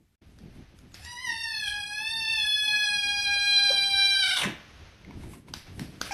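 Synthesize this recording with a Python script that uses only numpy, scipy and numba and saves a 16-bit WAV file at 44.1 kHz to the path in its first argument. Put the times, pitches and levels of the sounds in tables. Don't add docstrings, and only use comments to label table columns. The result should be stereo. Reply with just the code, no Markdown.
import sys
import numpy as np
from scipy import signal
from scipy.fft import rfft, irfft
from scipy.io import wavfile
from scipy.ndimage import uniform_filter1d
from numba import njit

SR = 44100
rng = np.random.default_rng(int(sys.argv[2]) if len(sys.argv) > 2 else 0)


def volts(x):
    e = np.asarray(x, float) / 20
    return 10 ** e


def wav_out(sig):
    wavfile.write(sys.argv[1], SR, np.round(np.clip(np.atleast_2d(sig).T, -1, 1) * 32767).astype(np.int16))


N = 270333
T = np.arange(N) / SR
STEP = 32
BAND = 16

# t/s, f/Hz
RISE_HZ = [(1.02, 862), (1.086, 1000), (1.125, 952), (1.226, 1037), (1.27, 945), (1.335, 892), (1.41, 912),
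           (1.635, 835), (1.9, 822)]
# t/s, f/Hz
HOLD_HZ = [(2.03, 878), (2.11, 901), (2.325, 891), (2.4, 857), (2.8, 841), (2.99, 819), (3.45, 808),
           (3.8, 795), (4.16, 787)]
# t/s, level/dB
ATTACK_DB = [(1.0, -59), (1.108, -43), (1.196, -47), (1.268, -35), (1.344, -41.5), (1.4, -36)]
# t/s, level/dB
EFFORT_DB = [(1.5, -38.5), (1.58, -34), (1.85, -39), (2.54, -26.5), (3.3, -27.5), (3.58, -20.5),
             (3.96, -24), (4.0, -19), (4.33, -24)]
# t/s, roughness/0-1
ROUGHNESS = [(1.0, .6), (1.07, .12), (1.12, .06), (1.45, .04), (2.7, .035), (3.4, .04), (4.17, .055),
             (4.22, .22), (4.33, .33)]
# t/s, pitch dip/share, added roughness/0-1, roughness length/s
CATCHES = [
    (1.676, .04, .26, .03),
    (2.39, .01, .06, .03),
    (3.72, 0, .03, .08),
    (4.242, .06, .04, .01),
    (4.275, .06, .04, .01),
    (4.312, .06, .04, .01),
    (4.332, .05, 0, .01),
    (4.352, .07, 0, .01),
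]
# t/s, length/s, level/dB
FUNDAMENTAL_FADES = [
    (1.617, 0.11, -7.5),
    (2.508, 0.043, -32),
    (3.241, .03, -10),
    (3.5, 0.14, -4.5),
]
# t/s, first resonance/Hz, second resonance/Hz, lift of second/dB
MOUTH = [(1.05, 2160, 4790, 7), (1.3, 2050, 5820, -5.5), (1.65, 2050, 3150, 14.5), (1.9, 2190, 3390, -5.5),
         (2.3, 2440, 3830, 15), (2.9, 2310, 3420, 8.5), (3.25, 2360, 3770, 7.5), (3.55, 2400, 3980, 14.5),
         (4.2, 1780, 3866, 17.5)]
# f/Hz, level/dB
THROAT_DB = [(1100, -8.5), (1700, 1), (2500, -0.5), (3150, -1.5), (4000, -1), (5000, -0.5), (5800, -2.5),
             (6500, -15.5)]
# f/Hz, level/dB
TREBLE_DB = [(6500, -32), (7400, -15), (8000, 2.5), (9500, 6), (11000, 0), (13000, -15.5), (14000, -20)]
# level/dB, pitch/Hz, fundamental/dB, second resonance/Hz
NEXT_CRY = (-36, 829.5, -2.2, 2288)
# t/s, peak/dB, ring/Hz, lower ring/dB, hoarse air after/dB
SMACKS = [
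    (0.387, -41, 4900, -19, -24),
    (0.789, -43, 5030, -22, -32),
    (0.919, -51, 2800, -22, -30),
    (0.943, -31.5, 5200, -38, -17),
    (1.049, -29.5, 5560, -35, -26),
    (5.5379, -18, 4720, -8.5, -27),
    (5.7948, -24, 4200, -22, -25.5),
    (6.0142, -13, 4770, -3.5, -27.5),
]
# t/s, peak/dB, ring/Hz
TICKS = [
    (4.448, -25.5, 1063),
    (5.048, -45.5, 2090),
    (5.109, -41.5, 975),
    (5.236, -45, 939),
    (5.335, -43, 1057),
    (5.484, -45.5, 990),
    (6.11, -28, 843),
]
# t/s, peak/dB, f/Hz, t60/s, swell/s
BUMPS = [
    (.99, -49.5, 745, 0.028, 0.017),
    (3.36, -38, 624, 0.015, 0.0061),
    (3.696, -19.5, 551, 0.032, 0.02),
    (4.452, -28, 199, 0.11, 0.007),
    (4.47, -33, 363, 0.061, 0.0038),
]
# t/s, rise/s, fall/s, handling/dB, rumble re handling/dB
STIRS = [(.48, 0.055, 0.061, -47.5, -3), (.6, 0.071, 0.034, -45, -5), (.88, 0.21, 0.034, -57, 2.5),
         (1.0, 0.015, 0.089, -67, 11.5), (4.45, 0.034, .1, -41, -24), (4.82, .03, .06, -57, 11.5),
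         (5.18, 0.083, 0.059, -43.5, 0.5), (5.26, 0.097, 0.13, -42.5, -8), (5.56, 0.051, 0.026, -47.5, 0),
         (5.67, .02, .05, -49.5, 2.5), (5.79, 0.074, 0.25, -46, -0.5), (6.06, .12, .2, -49, 0)]
# t/s, rise/s, fall/s, level/dB, sheen re level/dB
SCUFFS = [(.4, 0.17, 0.054, -79, 3.5), (.56, 0.11, 0.095, -66.5, -9), (.784, 0.017, .04, -71, 2),
          (.95, 0.034, 0.9, -66, 2), (4.75, 2.28, 0.28, -53, -22.5), (5.14, 0.096, 0.06, -61.5, -19),
          (5.23, 0.06, 0.088, -55.5, -9), (5.345, 0.06, 0.032, -54.5, -4), (5.486, 0.01, 0.028, -53.5, -11),
          (5.57, .02, 0.037, -63, 5), (5.67, 0.01, 0.11, -51.5, -22), (5.81, .04, 0.067, -49.5, -7.5),
          (5.95, .08, 0.087, -58, -10.5), (6.06, 0.028, 0.13, -45, -10)]
# f/Hz, level/dB per Hz
RUMBLE_SPECTRUM = [(12, -5.5), (20, -11), (65, 4), (85, 3.5), (129, -4), (140, -20), (180, -44),
                   (310, -120)]
# f/Hz, level/dB per Hz
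HANDLING_SPECTRUM = [(82, -27), (140, 3.5), (296, -1.5), (372, -6), (524, -17.5), (700, -18), (910, -25),
                     (1540, -120)]
# f/Hz, level/dB per Hz
SHUFFLE_SPECTRUM = [(290, -12), (500, 0), (1000, -4), (1630, -2), (2250, -2.5), (2750, -3.5), (6500, -12),
                    (8450, -84.5), (14300, -120)]
# f/Hz, level/dB per Hz
SHEEN_SPECTRUM = [(3820, -50), (6500, -11.5), (8180, -5), (8990, -5.5), (11100, -3), (13200, -16.5),
                  (13500, -30)]
# f/Hz, t60/s
ROOM_T60 = [(200, .45), (1000, .45), (3000, .42), (4500, .36), (6500, .3), (12000, .18)]
# t/s, level/dB
WETNESS_DB = [(1.0, 1), (2.2, -2.5), (3.0, -6), (4.35, -8.5), (6.1, 0)]
# start/s, end/s, level/dB
DROPOUT = (0.16, .214, -36)
# start/s, end/s
WIDE_SPANS = [(0, 1.06), (4.34, 4.46), (4.48, 5.19), (5.37, 5.49), (5.54, 5.79), (5.82, 6.13)]

EASY_DB = -32.5
BASE_DB, BASE_PER_DB, TOP_DB, TOP_PER_DB = -17, -0.52, -18.5, -0.33
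WANDER = 0.036
UNSTEADY, SETTLES_S = .01, .8
TIRES_S, SAG_PER_S = 4.19, .12
SHUT_S, SHUT_LENGTH_S, RELEASE_DB_PER_S = 4.335, .12, 2596
PITCH_DROP, FIRST_DROP, SECOND_DROP = .28, 0.61, .62
SHUT_DB, SHUT_TOP_DB = -10.5, -8
NEXT_CRY_S = 6.109
RUMBLE_DB, HANDLING_DB, SHUFFLE_DB, SHEEN_DB = -57, -62.5, -69.5, -95
HUSH_DB = -12.5


def level(x):
    return x / np.sqrt(np.mean(x ** 2))


def shape(points, hz):
    f, v = np.transpose(points)
    return np.interp(np.log(np.maximum(hz, 1)), np.log(f), v)


def columns(*tables):
    s, *cols = np.transpose(np.concatenate(tables))
    return [np.interp(T, s, c) for c in cols]


def fine(control):
    return np.interp(T, T[::STEP], control)


def coloured(points):
    hz = np.arange(N // 2 + 1) * SR / N
    return level(irfft(rfft(rng.standard_normal(N)) * volts(shape(points, hz)), N))


def walk(rate_hz):
    k = int(SR / rate_hz)
    held = np.repeat(rng.standard_normal(N // k + 1), k)
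    return level(uniform_filter1d(uniform_filter1d(held, k), k)[:N])


@njit
def svf(x, hz, width_hz):
    y, b, l = np.empty(len(x)), 0., 0.
    for i in range(len(x)):
        g, k = np.tan(np.pi * hz[i] / SR), width_hz / hz[i]
        v = (b + g * (x[i] - l)) / (1 + g * (g + k))
        b, l, y[i] = 2 * v - b, l + 2 * g * v, k * v
    return y


def ring(hz, t60_s):
    t = T[:SR // 4]
    return np.sin(2 * np.pi * hz * t) * np.exp(-np.log(1000) * t / t60_s)


def add(track, s, sound):
    i = int(s * SR)
    track[i:i + len(sound)] += sound[:N - i]


def kitten():
    db, hz, rough, base_db, first_hz, second_hz, top_db, second_db = controls()
    dips = sum(share * np.exp(-((T - s) / .006) ** 2) for s, share, *_ in CATCHES)
    shake = .0035 * walk(40) + .002 * walk(130)
    shake = shake + .05 * rough * walk(160) + .015 * rough * walk(400) + .08 * rough ** 2 * walk(700)
    shake = shake + UNSTEADY * walk(110) * np.exp(-np.abs(T - RISE_HZ[0][0]) / SETTLES_S)
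    phase = 2 * np.pi * np.cumsum(hz * (1 - dips + shake)) / SR

    low, high, power, top_power = 0, 0, 0, 0
    for k in range(2, 19):
        f, first, second = k * hz[::STEP], first_hz[::STEP], second_hz[::STEP]
        first_lift = 2.0 / (1 + ((f - first) / 500) ** 2)
        second_lift = volts(second_db[::STEP]) / (1 + ((f - second) / 330) ** 2)
        gain = volts(shape(THROAT_DB, f)) * (1 + first_lift + second_lift) * (f < 6700)
        top = volts(shape(TREBLE_DB, f)) * (f >= 6700) * (f < 14500)
        wave = np.sqrt(2) * np.cos(k * phase + .4 * k * k) * volts(2.0 * walk(60))
        low = low + fine(gain) * wave
        high = high + fine(top) * wave
        power = power + gain ** 2
        top_power = top_power + top ** 2
    tone = volts(base_db) * np.sqrt(2) * np.cos(phase)
    tone = tone + low / fine(np.sqrt(power)) + volts(top_db) * high / fine(np.sqrt(top_power))

    puff = rng.standard_normal(N) * (1 + 0.91 * np.cos(phase))
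    second_air = svf(svf(puff, second_hz, 900.), second_hz, 900.)
    mouth = level(svf(puff, first_hz, 500.) + 1.8 * second_air)
    teeth_hz = 5600 + 0 * T
    teeth = level(svf(svf(puff, teeth_hz, 2000.), teeth_hz, 2000.))
    teeth = teeth * volts(-6 + 4.0 * walk(12) - 3 * rough ** 2)
    teeth = teeth + volts(top_db + 15.5) * coloured(TREBLE_DB)
    flutter = volts(5 * rough * walk(150))
    voice = (1 - .55 * rough ** 2) * tone + rough ** 2 * mouth + rough ** 1.3 * teeth
    return volts(db) * flutter * voice


def controls():
    again_db, again_hz, again_base_db, again_second_hz = NEXT_CRY
    first_hz, second_hz, second_db = columns(MOUTH)
    shut = np.clip((T - SHUT_S) / SHUT_LENGTH_S, 0, 1)
    again = T > 5
    effort_db = columns([(.98, -104.5)], ATTACK_DB, EFFORT_DB)[0]
    push_db = np.maximum(effort_db - EASY_DB, -8)

    db = effort_db + SHUT_DB * shut - RELEASE_DB_PER_S * np.maximum(T - SHUT_S - SHUT_LENGTH_S, 0)
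    db = np.where(again, again_db + np.minimum((T - NEXT_CRY_S) * 1e4, 0), db)
    fall = 1 - PITCH_DROP * shut ** 1.3 - SAG_PER_S * np.maximum(T - TIRES_S, 0)
    hz = np.where(again, again_hz, columns(RISE_HZ, HOLD_HZ)[0] * fall)

    rough = columns(ROUGHNESS)[0]
    rough = rough + sum(more * np.exp(-((T - at) / wide) ** 2) for at, _, more, wide in CATCHES)
    rough = np.where(again, .5, np.minimum(rough + shut, .9))

    first_hz = first_hz * (1 + WANDER * walk(21)) * (1 - FIRST_DROP * shut ** 0.58)
    first_hz = np.where(again, 1500, first_hz)
    second_hz = second_hz * (1 + WANDER * walk(7)) * (1 - SECOND_DROP * shut ** 2.66)
    second_hz = np.where(again, again_second_hz, second_hz)

    base_db = np.where(again, again_base_db, BASE_DB + BASE_PER_DB * push_db + 2.5 * walk(12))
    base_db = base_db + sum(fade_db * np.exp(-((T - at) / wide) ** 2) for at, wide, fade_db in FUNDAMENTAL_FADES)
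    top_db = TOP_DB + TOP_PER_DB * push_db + SHUT_TOP_DB * shut + 0.55 * walk(12)
    return np.maximum(db, -120), hz, rough, base_db, first_hz, second_hz, top_db, second_db + 3.02 * walk(11)


def smacks():
    out, air = np.zeros(N), coloured(THROAT_DB)
    for s, db, hz, low_db, air_db in SMACKS:
        crackle = rng.standard_normal(400) * np.exp(-np.abs(T[:400] - .004) / .0009)
        cavity = ring(hz, .007) + .7 * ring(1.3 * hz, .006) + volts(low_db) * ring(1600, .014)
        cavity = cavity + 2.5 * np.exp(-T[:SR // 4] * SR / 1.2)
        snap = np.convolve(crackle, cavity)
        add(out, s - .003, volts(db) * snap / np.abs(snap).max())
        out += volts(db + air_db) * air * (T > s + .004) * np.exp(-np.maximum(T - s, 0) / 0.075)
    return out


def ticks():
    out = np.zeros(N)
    for s, db, hz in TICKS:
        scratch = rng.standard_normal(SR // 4) * np.exp(-T[:SR // 4] / 0.0026)
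        tick = ring(hz, 0.032) + 0.74 * ring(2196, 0.025) + .5 * uniform_filter1d(scratch, size=5)
        add(out, s, volts(db) * tick)
    return out


def bumps():
    out, rustle = np.zeros(N), coloured([(200, -17.5), (600, -3), (2000, -20.5), (4000, -27)])
    for s, db, hz, t60_s, swell_s in BUMPS:
        push = np.hanning(int(SR * swell_s))
        modes = ring(hz, t60_s) + .5 * ring(0.946 * hz, t60_s)
        body = np.convolve(modes, push * np.cos(2 * np.pi * hz * T[:len(push)]))
        add(out, s, volts(db) * 2.38 * body / push.sum())
        slope_s = np.where(T < s + swell_s, swell_s, .06)
        out += volts(db - 21.5) * rustle * np.exp(-np.abs(T - s - swell_s) / slope_s)
    return out


def room(x):
    hz, t, frames = signal.stft(rng.standard_normal(SR), SR, nperseg=256)
    tail = signal.istft(frames * volts(-60 * t / shape(ROOM_T60, hz)[:, None]), SR)[1]
    tail = tail * np.clip((T[:len(tail)] - .003) / 0.0081, 0, 1)
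    return signal.fftconvolve(x, tail / np.linalg.norm(tail))[:N]


def swells(events, rest_db, other_rest_db):
    main, other, t = volts(rest_db) ** 2, volts(other_rest_db) ** 2, T[::STEP]
    for s, rise_s, fall_s, db, other_db in events:
        swell = volts(db) * np.exp(-np.abs(t - s) / np.where(t < s, rise_s, fall_s))
        main = main + swell ** 2
        other = other + (volts(other_db) * swell) ** 2
    return fine(np.sqrt(main)), fine(np.sqrt(other))


def house():
    handling, rumble = swells(STIRS, HANDLING_DB, RUMBLE_DB)
    shuffle, sheen = swells(SCUFFS, SHUFFLE_DB, SHEEN_DB)
    lows = rumble * volts(2.2 * walk(9)) * coloured(RUMBLE_SPECTRUM)
    lows = lows + handling * volts(3.8 * walk(25)) * coloured(HANDLING_SPECTRUM)
    highs = shuffle * volts(1.2 * walk(12.0)) * coloured(SHUFFLE_SPECTRUM)
    highs = highs + sheen * volts(1.6 * walk(43)) * coloured(SHEEN_SPECTRUM)
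    hush = volts(HUSH_DB * (T < DROPOUT[0] + .02))
    return hush * (lows + highs) + volts(-79.0) * rng.standard_normal(N)


def scene():
    voice, knocks = kitten(), smacks() + ticks()
    start, end, drop_db = DROPOUT
    gate = volts(drop_db * np.interp(T, [start - .006, start + 0.0066, end - .004, end + 0.003], [0, 1, 1, 0]))
    reverb = room(volts(columns(WETNESS_DB)[0]) * voice + volts(-12.0) * knocks)
    mono = gate * (volts(-1.0) * voice + knocks + reverb + bumps() + house())
    return np.array([mono, mono])


def steady(x, knee_db=-27, ratio=1.3):
    envelope = np.sqrt(np.abs(uniform_filter1d(x ** 2, size=700)) + 1e-12)
    return x * np.minimum(1, volts(knee_db) / envelope) ** (1 - 1 / ratio)


def band_limit(x):
    return signal.sosfilt(signal.butter(12, 13820, fs=SR, output="sos"), x)


def record(dry):
    hz, t, spec = signal.stft(steady(dry.mean(axis=0)), SR, nperseg=2048, noverlap=1536)
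    mask = uniform_filter1d(np.abs(spec) ** 2, size=71, axis=0)
    depth_db = 23.5 + 16 * np.clip(1 - hz / 1800, 0, 1)
    kept = spec * (np.abs(spec) ** 2 > mask * volts(-2 * depth_db)[:, None])

    copy = np.zeros_like(spec)
    copy[19 * BAND:32 * BAND] = kept[3 * BAND:16 * BAND]
    copy[32 * BAND:39 * BAND] = kept[4 * BAND:11 * BAND]
    split_hz = hz[19 * BAND]
    treble = spec * (hz >= split_hz)[:, None]
    wanted, there = (np.abs(uniform_filter1d(np.abs(z) ** 2, size=39, axis=0)) for z in (treble, copy))
    grain = np.exp(2j * np.pi * rng.random((2, *spec.shape)))
    top = copy * np.sqrt(wanted / (there + 1e-16)) + volts(-20) * np.sqrt(wanted) * grain[0]
    jitter = uniform_filter1d(rng.standard_normal(spec.shape), size=BAND, axis=0) * np.sqrt(BAND)
    top = top * volts(3.4 * jitter)
    top = top * (wanted > volts(-2 * 22) * uniform_filter1d(mask, size=201, axis=0))

    mid = np.where((hz < split_hz)[:, None], kept, top * (hz < 13250)[:, None])
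    noisy = sum((t > a) & (t < b) for a, b in WIDE_SPANS)
    side = volts(-5.5) * np.sqrt(np.abs(mask)) * grain[1] * noisy * ((hz > 4200) & (hz < 13200))[:, None]
    mid, side = (signal.istft(z, SR, noverlap=1536)[1][:N] for z in (mid, side))
    return band_limit(np.array([mid + side, mid - side]))


dry = scene()
out = record(dry)
wav_out(out)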